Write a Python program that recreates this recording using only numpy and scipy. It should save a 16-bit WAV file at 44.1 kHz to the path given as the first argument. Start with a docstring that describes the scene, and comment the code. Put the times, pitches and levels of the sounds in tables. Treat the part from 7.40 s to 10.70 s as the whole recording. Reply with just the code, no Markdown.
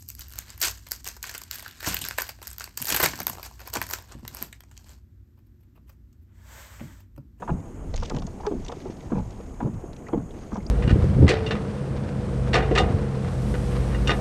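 """Kayak deck on small waves

Small waves lap a hollow plastic kayak, heard by a camera fixed to its deck. Each wave slaps the hull (noise bursts
through resonances), then gurgles in air pockets that sink in pitch as it runs along (damped gliding tones).
A hand rummages among crackling wet gear (short bright bursts) and drops plink (small rising tones).
Wind buffets the microphone and the sea washes, fizzes and hisses (coloured, patchy noise)."""
import sys
import numpy as np
from scipy import signal
from scipy.fft import rfft, irfft, next_fast_len
from scipy.io import wavfile
from scipy.ndimage import uniform_filter1d, map_coordinates

SR = 44100
rng = np.random.default_rng(int(sys.argv[2]) if len(sys.argv) > 2 else 0)


def materialize(psi):
    """Save the field psi as 16-bit PCM at rate SR to the path in sys.argv[1].

    A 1-D psi becomes a single channel; in a 2-D psi each row is a channel.
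    """
    bounded = np.clip(np.atleast_2d(psi).T, -1, 1)
    quanta = np.round(bounded * 32767).astype(np.int16)
    wavfile.write(sys.argv[1], SR, quanta)


N = 145530

# Noise colours; levels are relative, each noise is set to rms 1 afterwards.
# low wash of the sea, carried by the hull: [f/Hz, level/dB]
WASH_COLOUR = [(35, -15), (60, -4.5), (277, -5), (577, -15.5), (764, -17.5), (2500, -39), (3250, -44),
               (5500, -120)]
# spitting fizz of the sea: [f/Hz, level/dB]
FIZZ_COLOUR = [(900, -33), (2000, -7), (4000, -13), (6500, -10.5), (9000, -120)]
# steady hiss with the microphone's treble peak: [f/Hz, level/dB]
HISS_COLOUR = [(2500, -120), (4000, -27), (5900, -14.5), (6550, 3.5), (7200, -4), (9300, -9), (10200, -16),
               (12800, -15), (14400, -33)]
# wind rumble on the microphone port: [f/Hz, level/dB]
RUMBLE_COLOUR = [(12, -19.5), (25, 9), (60, 2), (110, -6.5), (250, -19.5), (900, -120)]
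# churned water: [f/Hz, level/dB]
CHURN_COLOUR = [(150, -120), (350, 6), (1100, -9), (6000, -120)]

# course of the fizz: [t/s, level/dB]
FIZZ_LEVEL = [(0, -67.5), (.45, -68.5), (.62, -53), (.85, -63), (1.0, -63.5), (1.27, -58), (2.3, -67.5),
              (2.85, -71), (3.0, -59.5), (3.3, -64.5)]
# course of the wind buffeting: [t/s, level/dB]
WIND_LEVEL = [(0, -44), (.07, -49), (.12, -24), (.22, -50.5), (.42, -34.5), (.53, -25.5), (.62, -28),
              (.78, -34), (.95, -37.5), (1.6, -48), (1.83, -28), (2.0, -43), (2.25, -32), (2.7, -55),
              (2.76, -32), (2.9, -46.5), (3.09, -45.5), (3.14, -31.5), (3.3, -32.5)]

# water drops: [t/s, level/dB before the envelope, starting pitch f/Hz, life/cycles]
DROPS = [(2.667, -40.5, 1820, 16), (2.908, -48, 3300, 12), (3.203, -47.5, 1960, 19),
         (3.265, -37.5, 4530, 23)]
# crackles of the gear: [t/s, nominal peak level/dB, brightest f/Hz]
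CRACKLES = [(0.5405, -29, 3640), (0.5611, -23.5, 6600), (0.578, -29, 2800), (0.6008, -37, 5330),
            (0.611, -38, 5000), (0.626, -39, 3000), (0.634, -28.5, 5300), (0.6509, -31.5, 2900),
            (0.6586, -30, 4900), (0.686, -43, 4500), (0.698, -23, 6700), (0.748, -33.5, 2170),
            (0.7651, -29, 3000), (0.7862, -34, 4330), (0.795, -38, 4500), (0.821, -35, 2790),
            (0.868, -30.5, 6650), (1.0662, -24.5, 4300), (1.2204, -51, 6400), (1.2485, -31.5, 6000),
            (1.264, -35, 3670), (1.2834, -27, 5600), (1.3187, -32, 3440), (1.403, -38.5, 2520),
            (1.6068, -39.5, 3030), (1.9066, -40.5, 4500), (2.532, -40, 2630), (2.5641, -40, 3420),
            (2.685, -39.5, 2430), (3.130, -44, 5900), (3.1435, -40, 5740), (3.154, -41, 6400),
            (3.1683, -39.5, 5870)]
# slaps of water on the hull: [t/s, nominal peak level/dB, brightest f/Hz]
SLAPS = [(0.0213, -20, 930), (0.0765, -20.5, 950), (0.092, -18, 1090), (0.539, -25, 615), (0.624, -21, 810),
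         (0.702, -23.5, 880), (0.709, -25, 1190), (0.743, -28, 766), (0.767, -23.5, 617), (0.82, -30, 860),
         (0.873, -29, 670), (0.998, -28.5, 795), (1.032, -29, 850), (1.048, -22.5, 810),
         (1.065, -22.5, 1240), (1.113, -25, 690), (1.291, -23, 756), (1.319, -22, 700), (1.453, -27.5, 674),
         (1.702, -31, 1030), (1.719, -23, 960), (1.753, -22, 690), (1.77, -24, 820), (1.79, -29.5, 890),
         (2.0, -29, 600), (2.203, -19, 960), (2.226, -30.5, 1110), (2.254, -31, 900), (2.273, -32, 850),
         (2.684, -27.5, 865), (2.729, -17.5, 750), (2.774, -34, 805), (3.118, -27, 1070), (3.155, -22, 870),
         (3.171, -29, 930)]
# modes of the plastic shell: [f/Hz, width/Hz, level/dB]
HULL_MODES = [(464, 34.5, 11.5), (710, 225, 0), (854.7, 30.4, 6), (961, 63, 0), (1217, 162, 1.5),
              (1309, 267, -2), (1700, 220, -8.5)]
# the gurgle of each wave: [t/s, length/s, base level/dB, first pitch f/Hz, pitch at the end of its length f/Hz]
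WAVES = [(.09, 0.087, -30.5, 250, 132), (.70, .14, -31, 289, 157), (1.106, 0.085, -28.5, 404, 240),
         (1.72, 0.12, -29, 280, 120), (2.202, 0.14, -29.5, 232.5, 153), (2.73, 0.094, -28.5, 306, 158),
         (3.12, 0.16, -38, 230, 180)]
# the clearest air pockets: [t/s, level/dB before the envelope, starting pitch f/Hz, life/cycles]
CLEAR_POCKETS = [(.104, -9, 204, 0.84), (.116, -17.5, 186, 2.2), (.134, -18.5, 173, 2.2),
                 (.742, -16, 248, 1.53), (.752, -16.5, 137, 1.84), (1.069, -19, 424, 10.7),
                 (1.116, -31, 396, 6.8), (1.140, -24, 323, 3.5), (1.370, -23, 337, 1.54),
                 (1.457, -27.5, 382, 6.1), (1.499, -13, 314, 0.68), (1.718, -14, 283, 2.07),
                 (1.729, -16, 213, 2.9), (1.770, -15.5, 187, 2.25), (1.792, -16, 203, 1.5),
                 (1.811, -21.5, 140, 1.4), (2.219, -26, 208, 3.3), (2.247, -18, 142, 3),
                 (2.438, -24.5, 362, 2.7), (2.733, -16, 337, 5.7), (2.741, -20.5, 474, 6),
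                 (2.756, -33, 287, 2.1), (2.773, -20, 288, 3.8), (3.128, -21.5, 230, 3.6),
                 (3.178, -19.5, 203, 3.3)]

WASH_DB, HISS_DB = -40.5, -64  # wash before its slow wobble
DROP_RISE, DROP_ROUGH = 0.01, 1  # share of pitch gained a cycle; wavering of the phase/rad
CRACKLE_S, CRACKLE_T60_S = 0.004, 0.022  # main length; 60 dB fall time after it
CRACKLE_WIDTH, RING_WIDTH = 1.6, 0.071  # broad and narrow resonance: width over pitch
CRACKLE_GRIT_DB, CRACKLE_TOP_HZ = 4, 7400
SLAP_S, SLAP_T60_S, SLAP_WIDTH = 0.0086, 0.067, 0.54  # as for the crackles
SPATTER_DB, SPATTER_HZ, SPATTER_S = -25.5, 2230, 0.014  # level against the slap; pitch; main length
POCKET_SAG, POCKET_RISE_CYCLES = 0.0032, 0.53  # share of pitch lost a cycle; build-up
POCKET_SCATTER, POCKET_CYCLES = 0.2, 1.32  # small pockets: spread of log pitch; life
POCKET_REACH = 1.3  # small pockets last this many lengths of the wave
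CHURN_DB = -16  # against the smoothed level of the pockets
TOP_HZ = 14530  # band limit of the camera


def amp(db):
    """Amplitude of a level in dB."""
    return 10 ** (np.asarray(db) / 20)


def unit(x):
    """x scaled to rms 1."""
    return x / np.sqrt(np.mean(x ** 2) + 1e-20)


def curve(rows):
    """A table of times and values as one value per sample."""
    t, values = np.transpose(rows)
    return np.interp(np.arange(N) / SR, t, values)


def wobble(rate):
    """A smooth random curve, rate knots a second."""
    knots = rng.standard_normal(int(N * rate / SR) + 4)
    return map_coordinates(knots, [np.arange(N) * rate / SR])


def filtered(x, response):
    """x through a complex response of frequency, padded so that the ringing has room."""
    m = next_fast_len(len(x) + 8192)
    f = np.fft.rfftfreq(m, 1 / SR) + 1  # 1 Hz up, to keep clear of zero
    return irfft(rfft(x, m) * response(f), m)[:len(x)]


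def rush(colour, patchy_db):
    """Coloured noise of rms 1 whose gain varies in random patches of time and frequency."""
    z = signal.stft(rng.standard_normal(N), nperseg=512)[2]
    field = uniform_filter1d(rng.standard_normal(z.shape), size=5, axis=0)
    field = uniform_filter1d(field, size=6, axis=1)
    x = signal.istft(z * amp(patchy_db * unit(field)), nperseg=512)[1][:N]
    f, db = np.transpose(colour)
    return unit(filtered(x, lambda hz: amp(np.interp(np.log(hz), np.log(f), db))))


def add(out, s, x):
    """Mix x into out from time s."""
    part = out[round(s * SR):][:len(x)]
    part += x[:len(part)]


def peak(f, hz, width_hz):
    """A causal resonance."""
    return 1j * f * width_hz / (hz * hz - f * f + 1j * f * width_hz)


def bubbles(rows, glide, rise_cycles, overtone, rough):
    """Damped tones whose pitch glides by a share each cycle, lopsided by an overtone and a wavering phase."""
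    out, t = np.zeros(N), np.arange(SR // 8) / SR
    for s, db, hz, life in rows:
        cycles = hz * t
        shape = (1 - np.exp(-cycles / rise_cycles)) * np.exp(-(cycles / life) ** 2)
        waver = np.interp(cycles / 2, np.arange(400), rng.standard_normal(400))
        phase = 2 * np.pi * cycles * (1 + glide * cycles / 2) + rough * waver
        # the overtone fades faster than the tone
        tone = np.sin(phase) - overtone * shape * np.cos(2 * phase)
        add(out, s, amp(db) * shape * tone)
    return out


def bursts(rows, length, body, width, t60, grit_db, blow, uneven_db, uneven_hz, ring):
    """A sharp blow and gritty noise through a body, each with its own resonance, ring and uneven colour."""
    out, t = np.zeros(N), np.arange(SR // 10) / SR
    # a gentle fall throughout, and a steeper one after the main length
    shape = amp(-60 * np.maximum(t - length, 0) / t60 - 4 * t / length)
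    for s, db, hz in rows:
        noise, grit, colour = rng.standard_normal((3, len(t)))
        grit_gain = amp(grit_db * unit(uniform_filter1d(grit, size=60)))
        force = noise * grit_gain * shape + blow * (t == 0)

        def response(f):
            uneven = amp(uneven_db * np.interp(f / uneven_hz, np.arange(len(t)), colour))
            resonance = peak(f, hz, hz * width) + ring * peak(f, hz, hz * RING_WIDTH)
            return body(f) * uneven * resonance

        x = filtered(force, response)
        # equal energy for equal level; 8.5 dB is the allowance from peak to body of the burst
        add(out, s, amp(db - 8.5) * x / np.sqrt(np.sum(x ** 2) / np.sum(shape ** 2)))
    return out


def sea():
    """Low wash carried by the hull, spitting fizz, and the steady hiss with the microphone's treble peak."""
    wash = amp(WASH_DB + 1.2 * wobble(14)) * rush(WASH_COLOUR, patchy_db=1.4)
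    spitting = unit(amp(3 * wobble(130)) * rush(FIZZ_COLOUR, patchy_db=1.2))
    fizz = amp(curve(FIZZ_LEVEL)) * spitting
    hiss = amp(HISS_DB) * rush(HISS_COLOUR, patchy_db=1.5)
    return wash + fizz + hiss


def wind():
    """Lumpy buffeting on the microphone port: low noise that follows the gusts."""
    return amp(curve(WIND_LEVEL)) * rush(RUMBLE_COLOUR, patchy_db=2.5)


def drops():
    """Falling drops plink: damped tones that rise slightly in pitch, with a wavering phase."""
    return bubbles(DROPS, DROP_RISE, rise_cycles=0.8, overtone=0, rough=DROP_ROUGH)


def crackles():
    """A hand among wet gear: short bright bursts with a narrow ring, cut off steeply on top."""
    def gear(f):
        return peak(f, 5930, 1200) + 3.1 * peak(f, 2170, 5700)

    x = bursts(CRACKLES, CRACKLE_S, gear, CRACKLE_WIDTH, CRACKLE_T60_S, CRACKLE_GRIT_DB,
               blow=8, uneven_db=3.5, uneven_hz=600, ring=1.2)
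    return filtered(x, lambda f: 1 / (1 + (f / CRACKLE_TOP_HZ) ** 9))


def hull(f):
    """Response of the plastic shell: its modes added with alternating sign."""
    return sum((-1) ** k * amp(db) * peak(f, hz, width_hz)
               for k, (hz, width_hz, db) in enumerate(HULL_MODES))


def slaps():
    """Water strikes the plastic shell and rings its modes: a blow and a noise burst through the hull."""
    return bursts(SLAPS, SLAP_S, hull, SLAP_WIDTH, SLAP_T60_S, grit_db=2,
                  blow=9, uneven_db=1, uneven_hz=250, ring=0)


def spatter():
    """Droplets thrown by each slap: a fainter, higher burst of gritty noise that starts with it."""
    rows = [(s, db + SPATTER_DB, SPATTER_HZ) for s, db, _ in SLAPS]
    return bursts(rows, SPATTER_S, lambda f: peak(f, SPATTER_HZ, 1860) ** 2, SLAP_WIDTH, SLAP_T60_S,
                  grit_db=3.5, blow=0, uneven_db=5, uneven_hz=261, ring=0)


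def small_pockets(count=14):
    """The string of small air pockets trapped by each wave, sinking in pitch and level along the hull."""
    rows = []
    for s, length, db, first_hz, last_hz in WAVES:
        along = POCKET_REACH * (np.arange(count) + rng.random(count)) / count  # 1 is the wave's length
        pitch_chance, level_chance = rng.standard_normal((2, count))
        hz = first_hz * (last_hz / first_hz) ** along * np.exp(POCKET_SCATTER * pitch_chance)
        level_db = db + 10 - 6 * along ** 2 + 3.8 * level_chance
        rows += zip(s + length * along, level_db, hz, np.full(count, POCKET_CYCLES))
    return rows


def gurgle():
    """Air pockets sound as damped, sagging tones; churned water rustles along with their level."""
    pockets = bubbles(CLEAR_POCKETS + small_pockets(), -POCKET_SAG, POCKET_RISE_CYCLES,
                      overtone=0.16, rough=0.14)
    pocket_level = uniform_filter1d(abs(pockets), size=900)
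    rustle = unit(amp(2.9 * wobble(120)) * rush(CHURN_COLOUR, patchy_db=1.5))
    return pockets + amp(CHURN_DB) * pocket_level * rustle


def scene():
    """All layers as they reach the camera on the deck, one channel."""
    background = sea() + wind()
    return (background + drops() + crackles() + slaps() + spatter() + gurgle())[None]


def record(dry):
    """The camera keeps nothing above its band limit."""
    return filtered(dry[0], lambda hz: hz < TOP_HZ)[None]


dry = scene()
out = record(dry)
materialize(out)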